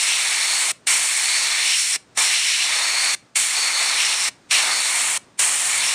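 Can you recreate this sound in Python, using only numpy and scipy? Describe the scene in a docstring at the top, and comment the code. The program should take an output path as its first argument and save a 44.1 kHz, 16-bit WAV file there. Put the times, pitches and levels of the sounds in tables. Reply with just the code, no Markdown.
"""An airbrush sprays a plastic model in six passes, heard close by in a small, faintly humming workshop.
The first pass is already under way: the nozzle hisses, and the turbulent jet rushes on the surface and
rings the hollows that it sweeps across. A release cuts it dead, leaving a dull knock and a short room
tail. Each new press starts with a surge of stored air; the sixth pass is still spraying at the end."""
import sys
import numpy as np
from scipy import signal
from scipy.fft import rfft, irfft
from scipy.io import wavfile

SR = 44100
rng = np.random.default_rng(int(sys.argv[2]) if len(sys.argv) > 2 else 0)


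def dump(signal):
    """Clip the signal to [-1, 1] and save it as 16-bit WAV at the path in sys.argv[1]."""
    limited = np.clip(np.atleast_2d(signal).T, -1, 1)
    pcm = np.round(limited * 32767).astype(np.int16)
    wavfile.write(sys.argv[1], SR, pcm)


N = 261954
TIME = np.arange(N) / SR
FREQS = np.maximum(np.arange(N // 2 + 1) * SR / N, 1)

# one trigger press per pass: leak_start_s, fully_open_s, close_start_s, shut_s
PRESSES = [(-.25, -.22, .716, .725), (.862, .871, 1.960, 1.982), (2.148, 2.175, 3.149, 3.158),
           (3.347, 3.358, 4.288, 4.306), (4.490, 4.511, 5.176, 5.185), (5.374, 5.393, 6.1, 6.2)]


def undb(db):
    """Amplitude ratio of a level in decibels."""
    return 10 ** (np.asarray(db) / 20)


def colour(points):
    """Spectral envelope: gain through (frequency_hz, level_db) points on a log frequency axis."""
    hz, db = np.transpose(points)
    return undb(np.interp(np.log(FREQS), np.log(hz), db))


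def resonance(hz, width_hz):
    """Gain of two like resonators in cascade, with a joint half-power bandwidth of width_hz."""
    detune = (FREQS / hz - hz / FREQS) * hz / width_hz
    return 1 / (1 + (np.sqrt(2) - 1) * detune ** 2)


def noise(gain):
    """Filtered Gaussian noise of rms 1, the model for turbulence."""
    x = irfft(rfft(rng.standard_normal(N)) * gain, N)
    return x / np.std(x)


def flutter(rate_hz, rms_db):
    """Random amplitude modulation: a gain that wavers at up to about rate_hz."""
    return undb(rms_db * noise(1 / (1 + (FREQS / rate_hz) ** 4)))


def coverage(aim_cm, place_cm, reach_cm):
    """Gaussian jet profile: how fully the air covers a place on the model, 0-1."""
    return np.exp(-.5 * ((aim_cm - place_cm) / reach_cm) ** 2)


def workshop(noise_db=-56, hum_db=-70, hum_hz=120):
    """Ambient noise floor: broadband noise and mains hum under one slow amplitude modulation."""
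    # background spectrum: frequency_hz, relative_density_db
    spectrum = [(22, -17.5), (43, -12), (65, -10), (105, -1), (170, 0), (280, 0.5), (450, -4), (800, -6),
                (1500, -9), (3000, -15), (5000, -16.5), (9300, -21), (11000, -50.5), (14000, -32.5)]
    # swell of the background: time_s, gain_db
    swell = [(0, -3.5), (.8, 1.5), (1.6, -7), (2.15, 1.5), (2.55, -6), (3.25, -0.5), (3.9, -3), (4.4, 2),
             (5.3, 2), (5.94, 4.5)]
    swell_db = np.interp(TIME, *np.transpose(swell))
    hum = np.sqrt(2) * np.sin(2 * np.pi * hum_hz * TIME)
    floor = undb(noise_db) * noise(colour(spectrum)) + undb(hum_db) * hum
    return floor * undb(swell_db) * flutter(rate_hz=7.1, rms_db=1.0)


def room(x, wet_db=-23.5, t60_s=0.23, gap_s=0.004, cutoff_hz=8000):
    """Reverberation: diffuse reflections decay exponentially and are duller than the direct sound."""
    decay = np.exp(-np.log(1000) * TIME / t60_s) * (TIME > gap_s)
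    tail = noise(1 / np.hypot(1, FREQS / cutoff_hz)) * decay
    return undb(wet_db) * signal.fftconvolve(x, tail / np.linalg.norm(tail))[:N]


def plunger(level_db=-44, t60_s=0.057):
    """Damped impact: a dull little knock as the valve springs back on its seat."""
    ages = TIME - np.array(PRESSES)[:, 2:3]  # since each release began
    decay = np.sum(np.exp(-np.log(1000) * np.abs(ages) / t60_s) * (ages > 0), axis=0)
    return undb(level_db) * decay * noise(resonance(hz=330, width_hz=350))


def valve(crack_db=-39, leak_db=-9, snap_s=0.0043, shut_db=-42, spit_db=2.0, spit_s=0.0061):
    """Throttling of the airflow: a press lets it leak, then pops it open; a release shuts it at once."""
    flow = np.zeros(N)
    for leaks, opened, closes, shut in PRESSES:
        creep_db = np.interp(TIME, [leaks, opened], [crack_db, leak_db])
        pop_db = shut_db / 2 * np.maximum(opened - TIME, 0) / snap_s
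        burst_db = spit_db * np.exp(-np.abs(TIME - opened) / spit_s)  # trapped air spits out first
        close_db = np.interp(TIME, [closes, shut], [0, shut_db])
        flow += undb(np.maximum(creep_db, pop_db) + burst_db + close_db) * (TIME > leaks) * (TIME < shut)
    return flow


def surface_rush(level_db):
    """Jet impingement: air breaking on the model makes midrange noise."""
    # spectrum of the rush: frequency_hz, relative_density_db
    spectrum = [(25, -49), (70, -50.5), (150, -30), (300, -15.5), (470, -12.5), (700, -4), (950, 0),
                (1280, 0.5), (1550, -2.5), (2200, 4), (2600, -3), (4000, -30.5)]
    return undb(level_db) * noise(colour(spectrum)) * flutter(rate_hz=36, rms_db=0.5)


def cavity_ring(aim_cm, gain_db):
    """Cavity resonance: turbulence drives the modes of five hollows, most strongly when aimed at them."""
    # air cavities between nozzle and model, each a list of modes: pitch_hz, width_hz, level_db
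    cavities = [
        [(1870, 360, -6), (2250, 310, -0.5)],
        [(2760, 600, 0)],
        [(3567, 200, -6.5), (4063, 450, -2.5)],
        [(4400, 250, -1), (6560, 370, -7.5)],
        [(5540, 670, 0.5)],
    ]
    # each cavity's position and drive: place_cm, reach_cm, aimed_db, stray_air_db
    places = [(3.1, 2.2, -29, -35.5), (4.17, 0.51, -25, -35.5), (3.84, 2.4, -26.5, -44.5),
              (2.65, 0.49, -25.5, -35), (4.97, 1.74, -27, -35)]
    rings = np.zeros(N)
    for modes, (place_cm, reach_cm, aimed_db, stray_db) in zip(cavities, places):
        ring = sum(undb(db) * noise(resonance(hz, width_hz)) for hz, width_hz, db in modes)
        drive_db = stray_db + (aimed_db - stray_db) * coverage(aim_cm, place_cm, reach_cm)
        hand_tremor = flutter(rate_hz=13, rms_db=1.16)
        rings += undb(gain_db + drive_db) * ring * hand_tremor
    return rings


def nozzle_hiss(aim_cm, level_db):
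    """Free-jet turbulence: a bright hiss, partly screened when close to the surface."""
    # spectrum of the free jet: frequency_hz, relative_density_db
    spectrum = [(100, -71), (1000, -20), (3000, -4.5), (5000, -12), (6400, -4.5), (7400, 0.7), (8150, 2),
                (9100, 1.5), (10100, -5), (10600, -14.5), (11700, -23.5), (12400, -25.5), (13100, -19.5),
                (14000, -15)]
    screening_db = -3 * coverage(aim_cm, place_cm=3.52, reach_cm=0.87)
    hiss = undb(level_db + screening_db) * noise(colour(spectrum))
    return hiss * flutter(rate_hz=110, rms_db=0.7)  # paint tears off the needle unevenly


def airbrush(surge_s=0.097, surge_steepness=3.3, waver_half_s=0.035):
    """Aerodynamic noise: one airflow feeds hiss, rush and ring, surging until the stored air is spent."""
    # strength of each pass: hiss_db, ring_db, hiss_surge_db, model_surge_db
    strengths = [(-21.2, -0.3, 0, 0), (-22, 0.7, 4, 3.5), (-23, 0.5, 4, 2.5), (-23, -0.23, 5, 2.5),
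                 (-22, -0.7, 4, 4), (-21, -2.3, 3.5, 4.3)]
    # the hand's sweep to and fro along the model: time_s, aim_cm, rush_db
    sweep = [(0, 5, -34), (.08, 4.5, -33), (.2, 3.5, -33), (.51, 3, -31), (.76, 0.66, -30.5),
             (1.1, 1.2, -34), (1.45, 3, -32), (1.61, 3.5, -32.5), (1.73, 4, -38), (1.88, 7, -43),
             (1.97, 4.5, -33), (2.18, 5, -27.5), (2.38, 4.5, -36.5), (2.54, 4, -38), (2.79, 3, -27.5),
             (3.11, 2.5, -30), (3.47, 0.84, -37.5), (3.56, 2.5, -29.5), (3.92, 3, -28), (4.0, 4, -31.5),
             (4.2, 5, -30), (4.51, 4, -34), (4.59, 4, -30), (4.69, 3, -24), (4.831, 2.5, -31),
             (5.01, 1.05, -30.5), (5.52, -.3, -32), (5.78, 2, -30.5), (5.85, 4.5, -30)]
    # brief swells and sags of the spray: time_s, gain_db
    wavers = [(.94, 1), (1.02, 1), (1.7, 2), (1.8, 1), (2.33, 1.6), (2.49, 0.5), (2.93, -1.5), (3.05, 1),
              (3.73, -1.5), (3.82, 1.3), (4.01, 2), (4.18, -2.5), (4.59, 0.9), (4.99, 1.5)]
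    leaks, opened = np.transpose(PRESSES)[:2]
    press = np.searchsorted(leaks, TIME) - 1
    hiss_db, ring_db, hiss_surge_db, model_surge_db = np.array(strengths)[press].T
    sweep_s, *columns = np.transpose(sweep)
    aim_cm, rush_db = (np.interp(TIME, sweep_s, column) for column in columns)
    open_for_s = np.maximum(TIME - opened[press], 0)
    stored_air = np.exp(-(open_for_s / surge_s) ** surge_steepness)
    waver_db = sum(db * np.exp(-((TIME - at) / waver_half_s) ** 2) for at, db in wavers)
    flow = undb(waver_db) * valve() * flutter(rate_hz=55, rms_db=0.22)
    hiss = nozzle_hiss(aim_cm, hiss_db + hiss_surge_db * stored_air)
    on_model = surface_rush(rush_db) + cavity_ring(aim_cm, ring_db)
    return flow * (hiss + undb(model_surge_db * stored_air) * on_model)


def dip_bass(x, corner_hz=770):
    """Time-varying shelf filter: the low end drops away briefly three times."""
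    # dips of the bass: centre_s, half_length_s, gain_db
    dips = [(1.09, 0.016, -5), (1.785, 0.031, -30), (2.555, .02, -8)]
    bass = irfft(rfft(x) / (1 + (FREQS / corner_hz) ** 8), N)
    dip_db = sum(db * np.exp(-((TIME - at) / half_s) ** 2) for at, half_s, db in dips)
    return x + (undb(dip_db) - 1) * bass


def scene():
    """Superposition of spray, knocks, room tail and background, alike in both channels."""
    spray = airbrush()
    mono = dip_bass(spray + plunger() + room(spray) + workshop())
    return np.array([mono, mono])


def record(dry):
    """Band limiting: a steep elliptic low-pass cuts the treble above 14 kHz."""
    return signal.sosfilt(signal.ellip(12, .1, 80, 14000, fs=SR, output="sos"), dry)


dry = scene()
out = record(dry)
dump(out)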